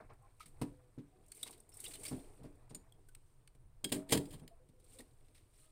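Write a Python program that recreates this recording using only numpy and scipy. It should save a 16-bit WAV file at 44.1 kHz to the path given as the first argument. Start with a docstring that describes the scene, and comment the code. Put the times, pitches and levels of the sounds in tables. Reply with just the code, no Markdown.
"""A quiet kitchen hums and hisses throughout. A thin metal pot of rice and water first thumps on a steel sink.
Tipped and swirled, its wet grains rustle and tick, water sloshes and drops ring: enveloped grain noise and sines.
A fingertip pings the rim, then a glass lid rattles on as the pot thumps hardest: contacts ring decaying modes.
A last stir of rice and a few ticks follow. The treble spectra peak near 9 kHz, lifted by the small microphone."""
import sys
import numpy as np
from scipy import signal
from scipy.fft import rfft, irfft
from scipy.io import wavfile

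SR = 44100
rng = np.random.default_rng(int(sys.argv[2]) if len(sys.argv) > 2 else 0)


def dump(signal):
    """Clip the signal to [-1, 1] and save it as 16-bit WAV at the path in sys.argv[1]."""
    limited = np.clip(np.atleast_2d(signal).T, -1, 1)
    pcm = np.round(limited * 32767).astype(np.int16)
    wavfile.write(sys.argv[1], SR, pcm)


N = 251811


def from_db(db):
    """Decibels to gain."""
    return 10 ** (np.asarray(db) / 20)


def rms_one(x):
    """Scale to rms 1."""
    return x / np.sqrt(np.mean(x ** 2) + 1e-20)


def in_time(rows):
    """Columns of a curve table interpolated at every sample."""
    time_s, *columns = np.transpose(rows)
    return [np.interp(np.arange(N) / SR, time_s, column) for column in columns]


def colour(x, spectrum):
    """Causal unit-energy filter with the given spectrum, minimum phase through the cepstrum."""
    hz, db = np.transpose(spectrum)
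    size, half = 16384, 8192
    grid_hz = np.maximum(np.fft.rfftfreq(size, 1 / SR), 1)
    grid_db = np.interp(np.log(grid_hz), np.log(hz), db, left=-60, right=-60)
    cepstrum = irfft(grid_db * np.log(10) / 20)
    # fold onto positive time
    cepstrum[1:half] *= 2
    cepstrum[half + 1:] = 0
    impulse = irfft(np.exp(rfft(cepstrum)))[:half]
    return signal.fftconvolve(x, impulse / np.sqrt(np.sum(impulse ** 2)))[:len(x)]


def drift(rate_hz):
    """Slow random wander: noise through a double real pole; mean 0, spread 1."""
    r = np.exp(-2 * np.pi * rate_hz / SR)
    slow = signal.lfilter([1], [1, -2 * r, r * r], rng.standard_normal(N + SR))[SR:]
    return rms_one(slow - slow.mean())


def grains(per_s, spread_db, clump_db, clump_hz, smooth):
    """Random clicks of uneven size over smooth noise, arriving in clumps; rms 1."""
    sizes = from_db(spread_db * np.minimum(rng.exponential(1, N), 4)) * rng.choice([-1, 1], N)
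    clicks = rms_one(sizes * (rng.random(N) < per_s / SR))
    bed = smooth * rng.standard_normal(N)
    clumps = from_db(clump_db * drift(clump_hz))
    return rms_one((clicks + bed) * clumps)


def add(out, time_s, sound):
    """Mix a sound in at a moment."""
    i = round(time_s * SR)
    out[i:i + len(sound)] += sound[:N - i]


def ring(clicks, hz, t60_s):
    """Two-pole resonator: a unit click sets a sine of about height 1 ringing."""
    r, w = from_db(-60 / (t60_s * SR)), 2 * np.pi * hz / SR
    return signal.lfilter([0, np.sin(w)], [1, -2 * r * np.cos(w), r * r], clicks + 1e-18)


def bubbles(clicks, low_hz, high_hz, cycles, count):
    """Every click is a small bubble: it is dealt a pitch and rings for some cycles; rms 1."""
    dealt = rng.integers(0, count, N)
    total = np.zeros(N)
    for k, hz in enumerate(np.geomspace(low_hz, high_hz, count)):
        total += ring(clicks * (dealt == k), hz, cycles / hz) * np.sqrt(hz)
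    return rms_one(total)


def swell(t, rise_s, t60_s):
    """Rounded rise, then an exponential fall."""
    rise = 1 - np.exp(-(t / max(rise_s, .0002)) ** 2)
    return rise * from_db(-60 * t / max(t60_s, .004))


# rumble swell: (time [s], level [dB])
RUMBLE_LEVEL = [(0.0, -61), (0.38, -65.5), (0.7, -56.5), (0.9, -66.5), (1.4, -67.5), (2.22, -59),
                (3.32, -64), (3.61, -61.5), (4.05, -65), (4.33, -57.5), (4.61, -66), (5.12, -63.5),
                (5.71, -66.5)]
# rumble spectrum: (frequency [Hz], relative density [dB])
RUMBLE_SPECTRUM = [(8.8, -27.5), (15, 9.5), (33, -1.5), (41, -0.5), (49, -28), (65, -6), (124, -6.5),
                   (137, -5.5), (151, -26.5), (200, -22), (260, -52), (440, -120)]
# still air and microphone hiss: (frequency [Hz], relative density [dB])
HISS_SPECTRUM = [(88, -30), (150, -10), (209, -25.5), (309, -6.5), (431, -9.5), (837, -18), (998, -13.5),
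                 (1390, -19), (2270, -24), (5910, -30), (7620, -28), (8730, -19), (10400, -31),
                 (15100, -29), (16000, -35)]
HISS_DB = -81.5


def hum():
    """Low rumble of the building, wavering in level, over a steady smooth hiss; both coloured noise."""
    level_db, = in_time(RUMBLE_LEVEL)
    rumble = from_db(level_db + .8 * drift(4.6)) * colour(rng.standard_normal(N), RUMBLE_SPECTRUM)
    return rumble + from_db(HISS_DB) * colour(rng.standard_normal(N), HISS_SPECTRUM)


# thin tones: (time [s], length [s], frequency [Hz], glide [Hz/s], start level [dB], fade [dB/s])
FAINT_TONES = [(0.215, 0.069, 800, 1, -72, 36), (0.23, 0.041, 1055, 2, -69, 60),
               (0.7, 0.21, 515, -120, -69, 52), (1.122, 0.11, 736, 207, -70.5, 126),
               (3.593, 0.17, 9380, 398.5, -90, 60), (3.965, 0.14, 607, 400, -54.5, 115),
               (4.412, 0.2, 9300, 897.5, -80.5, 87), (4.507, 0.042, 676, -6, -63, 105),
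               (4.595, 0.06, 506, 9, -70.5, 55), (4.73, 0.077, 508, 0, -75, -38),
               (4.83, 0.092, 497, 4.5, -68, 197), (4.95, 0.065, 522, 0, -70, 4),
               (5.02, 0.099, 498, -150, -87, 0), (5.58, 0.17, 615, 150, -84.5, 3),
               (5.58, 0.16, 1230, 295, -87.5, 5)]


def faint_tones():
    """Slightly unsteady sines that glide a little, change level and stop."""
    out = np.zeros(N)
    for time_s, length_s, hz, glide_hz_per_s, start_db, fade_db_per_s in FAINT_TONES:
        t = np.arange(round(length_s * SR)) / SR
        gate = np.clip(np.minimum(t, length_s - t) / 0.0086, 0, 1)
        sine = np.sqrt(2) * np.sin(2 * np.pi * (hz + glide_hz_per_s * t / 2) * t)
        add(out, time_s, gate * from_db(start_db - fade_db_per_s * t) * sine)
    return out * from_db(3.0 * drift(30))


KITCHEN_T60_S, WALL_CUT_HZ = 0.2, 22000


def kitchen(x):
    """Diffuse tail: dying noise after 4 ms, with a nearly open low-pass for the walls."""
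    t = np.arange(SR // 2) / SR
    tail = rng.standard_normal(len(t)) * from_db(-60 * t / KITCHEN_T60_S) * (t > .004)
    tail = signal.sosfilt(signal.butter(1, WALL_CUT_HZ, fs=SR, output="sos"), tail)
    return signal.fftconvolve(x, tail / np.sqrt(np.sum(tail ** 2)))[:N]


# water against hand and wall: (time [s], level [dB])
LAPPING_LEVEL = [(0.0, -58.5), (0.085, -77.5), (0.11, -58.5), (0.17, -84), (0.25, -75.5), (0.426, -85),
                 (0.62, -74), (0.842, -81.5), (1.3, -82.5), (1.5, -78), (1.63, -83.5), (1.786, -74),
                 (2.1, -70.5), (2.35, -72.5), (2.55, -77), (2.62, -74.5), (2.69, -79), (2.75, -73),
                 (3.126, -89.5), (3.8, -86), (4.008, -65.5), (4.05, -72.5), (4.12, -68.5), (4.562, -80.5),
                 (4.682, -91), (5.0, -78.5), (5.42, -93), (5.71, -88.5)]
# lapping spectrum: (frequency [Hz], relative density [dB])
LAPPING_SPECTRUM = [(290, -27), (500, -0.5), (555, -13.5), (607, -1.5), (1090, -6), (1470, -10),
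                    (2600, -11.5), (3380, -50), (5720, -120)]


def lapping():
    """Water laps against hand and wall: middle-sized bubbles ring in a soft wash."""
    level_db, = in_time(LAPPING_LEVEL)
    pops = grains(600, 2.8, 1.4, 20, smooth=1.1)
    wash = bubbles(pops, 500, 2600, 22.0, count=14)
    return from_db(level_db) * rms_one(colour(wash, LAPPING_SPECTRUM))


CHIRPS_PER_S, CHIRP_T60_S = 70, 0.025
CHIRP_RISE_PER_S = 11   # share of the pitch


def chirps():
    """Small drops at random moments, pitches and sizes, each rising in pitch as it dies."""
    out, t = np.zeros(N), np.arange(SR // 20) / SR
    for when, pitch, size in rng.random((round(CHIRPS_PER_S * N / SR), 3)):
        hz = 2200 * 2.8 ** pitch * (1 + CHIRP_RISE_PER_S * t / 2)
        fall = from_db(-16 * size) * swell(t, .001, CHIRP_T60_S)
        add(out, when * N / SR, fall * np.sin(2 * np.pi * hz * t))
    return out


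# wet rice, fine rustle: (time [s], level [dB])
RICE_LEVEL = [(0.0, -89.5), (0.59, -80.5), (0.638, -72.5), (0.778, -86.5), (1.2, -85.5), (1.444, -60),
              (1.746, -91), (1.794, -61), (1.91, -55), (1.966, -63.5), (2.038, -57), (2.3, -74),
              (2.694, -87.5), (3.3, -83), (3.6, -100), (3.89, -87), (3.94, -48), (4.062, -85.5),
              (4.128, -59.5), (4.3, -72), (4.496, -92), (4.784, -87.5), (4.942, -64), (5.05, -78.5),
              (5.47, -86), (5.606, -68), (5.71, -81.5)]
# moving water, low slosh: (time [s], level [dB])
WATER_LEVEL = [(0.0, -58.5), (0.092, -87.5), (0.59, -76.5), (0.638, -57), (0.778, -79), (1.018, -81.5),
               (1.2, -69.5), (1.318, -79), (1.444, -67), (1.7, -76.5), (1.91, -64.5), (2.1, -59.5),
               (2.172, -54), (2.3, -68.5), (2.5, -67.5), (2.694, -79.5), (3.8, -83), (3.94, -54),
               (4.062, -79), (4.128, -35.5), (4.3, -62.5), (4.496, -74), (4.6, -80.5), (4.942, -73.5),
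               (5.2, -77), (5.71, -82.5)]
# fine grain spectrum, also of ticks: (frequency [Hz], relative density [dB])
RUSTLE_SPECTRUM = [(3530, -23), (6000, -20), (6870, -17), (7960, -5.5), (8790, 0), (9230, -2.5),
                   (9980, -10.5), (10800, -12), (13600, -17.5), (15100, -12), (16000, -34.5)]
# splash spectrum, also of ticks: (frequency [Hz], relative density [dB])
SPLASH_SPECTRUM = [(590, -33), (1000, -14), (1750, -11.5), (2170, -4), (3180, -5), (3530, -3.5), (4330, -3),
                   (7000, -10), (9100, -46.5), (15400, -120)]
# slosh spectrum: (frequency [Hz], relative density [dB])
SLOSH_SPECTRUM = [(76, -34), (130, -10.5), (216, -13.5), (255, -7), (479, -5), (554, -19), (610, -8),
                  (900, -19.5), (1170, -44.5), (1980, -120)]
SPLASH_DB, SPLASH_FOLLOWS = -86.5, 0.83   # splash at a rustle of -80 dB; share of the rustle's swing
CHIRP_DB = 12   # largest chirps, over the splash


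def stirring():
    """Rice rubs on rice and metal in fine grains; water fizzes in small bubbles and sloshes in large ones."""
    (rustle_db,), (slosh_db,) = in_time(RICE_LEVEL), in_time(WATER_LEVEL)
    splash_db = SPLASH_DB + SPLASH_FOLLOWS * (rustle_db + 80)
    surge = from_db(0.97 * drift(20))      # shared by rustle and splash
    rubs = bubbles(grains(6900, 2.1, 1.1, 72, smooth=.7), 4500, 22000, 19.0, count=14)
    fizz = grains(1800, 3.6, 1.6, 40, smooth=.8)
    gurgle = grains(300, 3.0, 1.8, 12, smooth=.9)
    rustle = rms_one(colour(rubs, RUSTLE_SPECTRUM))
    splash = rms_one(colour(bubbles(fizz, 900, 6500, 18.0, count=16), SPLASH_SPECTRUM))
    slosh = rms_one(colour(bubbles(gurgle, 150, 1018, 21.0, count=12), SLOSH_SPECTRUM))
    splash = splash + from_db(CHIRP_DB) * chirps()
    treble = surge * (from_db(rustle_db) * rustle + from_db(splash_db) * splash)
    return treble + from_db(slosh_db) * slosh


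# drops ringing near one pitch: (time [s], nominal level [dB], frequency [Hz], t60 [s])
DROP_HITS = [(0.103, -54, 1094, 0.036), (0.401, -55, 972, 0.026), (0.404, -48.5, 1271, 0.08),
             (0.405, -52, 2230, 0.05), (0.6156, -47, 2090, 0.042), (1.3175, -47, 4440, 0.023),
             (1.4302, -24, 3590, 0.02), (1.722, -62.5, 5100, 0.13), (1.842, -48, 3120, 0.048),
             (1.8526, -40, 2930, 0.03), (1.8612, -39, 3490, 0.042), (1.934, -49.5, 3950, 0.072),
             (1.953, -53, 3050, 0.068), (2.0502, -51, 2220, 0.049), (2.0624, -37, 4800, 0.028),
             (2.079, -45, 5420, 0.056), (2.9223, -55, 3400, 0.019), (3.086, -67.5, 1510, 0.066),
             (3.15, -60, 2080, 0.012), (3.477, -58, 4270, 0.014), (4.9858, -50, 3795, 0.044),
             (5.003, -52.5, 1905, 0.028)]
BEAT_SHARE = 0.046   # pitch spread at 4 kHz, in proportion elsewhere
MAX_RISE_S = 0.003   # drops and ticks


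def drops():
    """Each drop is a knot of three bubbles beating near one pitch."""
    out, t = np.zeros(N), np.arange(SR // 7) / SR
    detunings = rng.normal(0, 1, (len(DROP_HITS), 3, 1))
    for (time_s, level_db, hz, t60_s), detuning in zip(DROP_HITS, detunings):
        bubble_hz = hz * (1 + BEAT_SHARE * hz / 4000 * detuning)
        knot = np.sum(np.sin(2 * np.pi * bubble_hz * t), axis=0)
        envelope = swell(t, min(MAX_RISE_S, t60_s / 10), t60_s)
        add(out, time_s, from_db(level_db - 3) * envelope * knot)
    return out


# grain and drop ticks, levels before the mix trims:
# (time [s], level above 6.5 kHz [dB], level of 1.2-6.5 kHz [dB], t60 [s])
TICK_HITS = [(0.006, -77, -70, 0.097), (0.097, -82.5, -67, 0.085), (0.133, -63, -69, 0.037),
             (0.224, -61, -88, 0.025), (0.397, -51, -55.5, 0.034), (0.404, -55, -53.5, 0.13),
             (0.428, -52, -52, 0.036), (0.4574, -49, -56, 0.063), (0.478, -60, -88, 0.12),
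             (0.6144, -39.5, -42.5, 0.064), (1.263, -52, -86, 0.024), (1.282, -51.5, -84, 0.036),
             (1.3182, -34, -44.5, 0.025), (1.347, -47, -81, 0.069), (1.367, -51, -87, 0.076),
             (1.4293, -25.5, -39, 0.03), (1.464, -48, -50.5, 0.092), (1.475, -45, -43, 0.041),
             (1.508, -42.5, -64, 0.046), (1.5254, -54, -55, 0.09), (1.5783, -50, -89, 0.026),
             (1.6016, -44.5, -86, 0.026), (1.69, -53, -82, 0.073), (1.717, -61, -67, 0.11),
             (1.7374, -52.5, -72, 0.2), (1.77, -39, -81, 0.035), (1.8018, -31, -64, 0.032),
             (1.84, -36, -47, 0.058), (1.852, -32.5, -63, 0.024), (1.859, -56, -48.5, 0.065),
             (1.8806, -34, -70, 0.031), (1.9345, -42, -48.5, 0.089), (1.953, -39, -49, 0.035),
             (1.9969, -45, -82, 0.043), (2.032, -42.5, -52.5, 0.12), (2.0513, -37, -43, 0.077),
             (2.0637, -38.5, -49, 0.038), (2.078, -43.5, -54, 0.19), (2.165, -52, -72, 0.048),
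             (2.192, -61, -62, 0.088), (2.4316, -62, -67, 0.15), (2.695, -62, -66, 0.14),
             (2.706, -68, -55.5, 0.04), (2.7467, -37, -48, 0.042), (2.9226, -49.5, -69, 0.016),
             (3.086, -50.5, -60.5, 0.037), (3.15, -36, -42, 0.015), (3.476, -43, -46.5, 0.013),
             (3.548, -63.5, -70, 0.056), (4.6865, -64.5, -70, 0.066), (4.798, -60.5, -71, 0.059),
             (4.8423, -54, -68, 0.038), (4.931, -55.5, -77, 0.064), (4.986, -48, -56.5, 0.11),
             (5.0044, -46, -54.5, 0.038), (5.282, -67, -65, 0.048), (5.3452, -64, -66.5, 0.36),
             (5.378, -61, -57, 0.029)]


def ticks():
    """Each tick is a burst that swells and dies fast, gritty when short and smooth when long."""
    top, middle, t = np.zeros((2, N)), np.zeros((2, N)), np.arange(SR // 7) / SR
    for time_s, top_db, middle_db, t60_s in TICK_HITS:
        envelope = swell(t, min(MAX_RISE_S, t60_s / 10), t60_s)
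        start_s = time_s - MAX_RISE_S / 2
        smooth = np.clip((t60_s - .04) / .07, 0, 1)
        for kind, share in enumerate(np.sqrt([1 - smooth, smooth])):   # gritty, smooth
            add(top[kind], start_s, share * from_db(top_db) * envelope)
            add(middle[kind], start_s, share * from_db(middle_db) * envelope)
    grit = top[0] * grains(5000, 3.1, 0.55, 250, smooth=0.84) + top[1] * rng.standard_normal(N)
    spray = middle[0] * grains(2500, 1.6, 1.0, 130, smooth=0.61) + middle[1] * rng.standard_normal(N)
    spray_rms = np.sqrt(np.mean(spray ** 2))
    fizz = bubbles(spray, 1200, 6500, 16.0, count=14) * spray_rms
    return from_db(-4.5) * colour(grit, RUSTLE_SPECTRUM) + from_db(-8.5) * colour(fizz, SPLASH_SPECTRUM)


# fingertip on the pot's rim: (time [s], level [dB], rise [s])
PING_HITS = [(2.692, -63, 0.008), (2.746, -49.5, 0.0022)]
# rim modes: (frequency [Hz], relative level [dB], t60 [s])
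RIM_MODES = [(4000, -6, 0.036), (4480, -3, 0.051), (5100, 0, 0.03), (6300, -18, 0.035), (7000, 3.5, 0.078),
             (8630, 6, 0.078)]


def pings():
    """A light touch rings the rim modes, with uneven strengths."""
    out, t = np.zeros(N), np.arange(SR // 7) / SR
    luck_db = rng.normal(0, 2, (len(PING_HITS), len(RIM_MODES)))
    for (time_s, level_db, rise_s), strengths_db in zip(PING_HITS, luck_db):
        for (hz, mode_db, t60_s), strength_db in zip(RIM_MODES, strengths_db):
            gain = from_db(level_db + mode_db + strength_db)
            add(out, time_s, gain * swell(t, rise_s, t60_s) * np.sin(2 * np.pi * hz * t))
    return out


# glass lid on the rim, before the mix trims:
# (time [s], level [dB], t60 of the contact [s], ringing against the crack [dB])
LID_TOUCHES = [(3.8429, -16, 0.015, -22), (3.845, -23, 0.03, -18.5), (3.891, -37, 0.051, -32),
               (3.92, -14.5, 0.046, -21), (3.943, -33, 0.078, -44), (4.0902, -36.5, 0.13, -25),
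               (4.1044, -37.5, 0.33, -30), (4.121, -12, 0.068, -21), (4.136, -26, 0.026, -32),
               (4.1474, -30.5, 0.071, -44), (4.1734, -18.5, 0.027, -22.5), (4.2546, -41.5, 0.034, -21),
               (4.305, -46.5, 0.13, -24), (4.326, -46, 0.12, -26), (4.3424, -47, 0.048, -26),
               (4.3803, -61.5, 0.074, -28), (4.395, -51, 0.046, -23), (4.4776, -34.5, 0.015, -30)]
# glass modes: (frequency [Hz], relative level [dB], t60 before finger damping [s])
LID_MODES = [(2964, -27, 0.091), (3260, -0.5, 0.085), (3655, -25, 0.18), (3980, -17, 0.23),
             (4940, -28.5, 0.16), (5204, -8, 0.074), (5010, -6, 0.07), (6250, -5, 0.056), (7140, -8, 0.039),
             (7260, -19, 0.11), (7400, -6, 0.098), (8118, -17.5, 0.28), (8500, -5, 0.4), (9910, -6.5, 0.26)]
# crack spectrum: (frequency [Hz], relative density [dB])
CRACK_SPECTRUM = [(530, -8), (900, -15), (1440, -39.5), (1600, -4), (2600, -5), (3190, -2), (4630, -4.5),
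                  (5040, -11.5), (5890, -19), (7310, -5.5), (8980, 2.5), (9880, -7.5), (16000, -12)]
LID_RISE_SHARE = 0.098   # of the t60, then limited to 1.2-5 ms
FINGER_T60_S = 0.045


def lid():
    """Each touch is a rattle of tiny contacts: they crack, and they shake the lid modes, damped by the fingers."""
    cracks, shake, t = np.zeros(N), np.zeros(N), np.arange(SR // 7) / SR
    for time_s, level_db, t60_s, ring_db in LID_TOUCHES:
        rise_s = np.clip(LID_RISE_SHARE * t60_s, .0012, .005)
        envelope = swell(t, rise_s, t60_s)
        add(cracks, time_s - rise_s / 2, from_db(level_db - 9.0) * envelope)
        add(shake, time_s - rise_s / 2, from_db(level_db - 9.5 + ring_db) * envelope)
    contacts = grains(6000, 4.2, 1.4, 300, smooth=0.74)
    dealt = rng.random((len(LID_MODES), N)) < .3      # each contact reaches only some modes
    rings = np.zeros(N)
    for (hz, mode_db, t60_s), reached in zip(LID_MODES, dealt):
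        push = shake * contacts * reached * from_db(4 * drift(12))
        damped_t60_s = 1 / (1 / t60_s + 1 / FINGER_T60_S)
        rings += from_db(mode_db) * ring(push, hz, damped_t60_s)
    return rings + colour(cracks * contacts, CRACK_SPECTRUM)


# pot on basin:
# (time [s], level [dB], ring length factor, deep mode gain [dB], brightness [dB/octave])
THUMP_HITS = [(0.098, -66.5, 1, -11, 1.5), (0.458, -73.5, 1, 15, -14), (0.615, -34, 0.69, 1, -9),
              (0.978, -47, 0.75, -2.5, -22), (1.462, -62.5, 0.62, -17, 2), (1.496, -58.5, 0.41, -26, 3),
              (2.114, -41, 0.98, 4.5, -9), (2.137, -51, 0.91, 5, -18), (2.399, -61.5, 1, 7, -10),
              (2.443, -47.5, 0.78, 1.5, -8.5), (2.708, -49.5, 0.49, 4.5, -5.5), (2.745, -55, 0.81, 0.5, -6),
              (2.976, -65.5, 0.53, -33, -5), (3.165, -67, 0.42, -17, -5), (3.552, -70, 0.52, 8, -8),
              (3.84, -42, 0.67, -3, -8.5), (3.919, -33, 1, -5.5, -7.5), (3.96, -32, 0.39, -12, -12.5),
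              (4.095, -47, 0.85, -23.5, -14), (4.124, -23, 0.68, -6, -6.5), (4.149, -37.5, 1, 2.5, -4.5),
              (4.174, -49.5, 0.66, 19.5, 0.5), (4.336, -58, 0.66, 15, -1), (4.419, -53.5, 0.35, 9.5, -9),
              (4.431, -53.5, 0.46, 1, -8), (4.692, -65, 0.39, 9, -27), (4.995, -53.5, 0.51, -8, -6.5)]
# basin modes: (frequency [Hz], relative level [dB], t60 before wet damping and length factor [s])
BASIN_MODES = [(80.4, -7.5, 0.18), (148.3, 2.5, 0.2), (191.2, -2.5, 0.2), (259, 1.5, 0.16),
               (285.7, -3, 0.32), (331, -6, 0.57), (386.2, -6.5, 0.54), (452.7, 4.5, 0.11),
               (499, -14.5, 0.56), (593, 5, 0.058), (745, -2.5, 0.14), (962, -2, 0.22), (924, -10.5, 0.12),
               (1260, -17.5, 0.3), (805, -5, 0.3), (966, -13.5, 0.12), (1077, -4.5, .1)]
DEEP_HZ, PIVOT_HZ = 145, 300   # deep gain is full up to the first; brightness tilts above the second
WASH_DB = -7.5   # against the thump level


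def thumps():
    """A soft contact rings the basin modes; where it lands sets the balance of low and high. A watery wash follows."""
    out, washes, t = np.zeros(N), np.zeros(N), np.arange(SR // 3) / SR
    hz, mode_db, t60_s = np.transpose(BASIN_MODES)[:, :, None]
    t60_s = np.minimum(t60_s, 95 / hz)      # the wet steel loses high modes sooner
    build_up = 1 - np.exp(-t * hz / 0.54)      # slower in low modes
    waves = np.sin(2 * np.pi * hz * t) * build_up
    octaves_above = np.maximum(np.log2(hz / PIVOT_HZ), 0)
    deep_share = np.interp(np.log(hz), np.log([DEEP_HZ, PIVOT_HZ]), [1, 0])
    luck = rng.normal(0, 1, (len(THUMP_HITS), len(BASIN_MODES)))
    for (time_s, level_db, length, deep_db, bright_db), strength in zip(THUMP_HITS, luck):
        place_db = deep_db * deep_share + bright_db * octaves_above
        fall = np.exp(-np.log(1000) * t / (t60_s * length))
        gains = from_db(mode_db + place_db + 1.8 * strength[:, None])
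        add(out, time_s, from_db(level_db) * np.sum(gains * fall * waves, axis=0))
        add(washes, time_s, from_db(level_db + WASH_DB) * swell(t, 0.0093, 0.087 * length))
    band = signal.butter(1, [250, 1500], "band", fs=SR, output="sos")
    wash = rms_one(signal.sosfilt(band, rng.standard_normal(N)))
    wavering = from_db(2.8 * drift(30))      # moving water keeps changing how the basin rings
    return out * wavering + washes * wash


TICK_ROOM_DB, KNOCK_ROOM_DB = -16, -7


def scene():
    """Blows and knocks get the room; the other layers are added as they are."""
    blows = ticks() + drops() + pings() + lid()
    knocks = thumps()
    room = from_db(TICK_ROOM_DB) * kitchen(blows) + from_db(KNOCK_ROOM_DB) * kitchen(knocks)
    return (blows + knocks + room + stirring() + lapping() + faint_tones() + hum())[None]


CUTOFF_HZ = 16450


def record(dry):
    """The top is cut steeply."""
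    return signal.sosfilt(signal.cheby2(14, 50, CUTOFF_HZ, fs=SR, output="sos"), dry)


dry = scene()
out = record(dry)
dump(out)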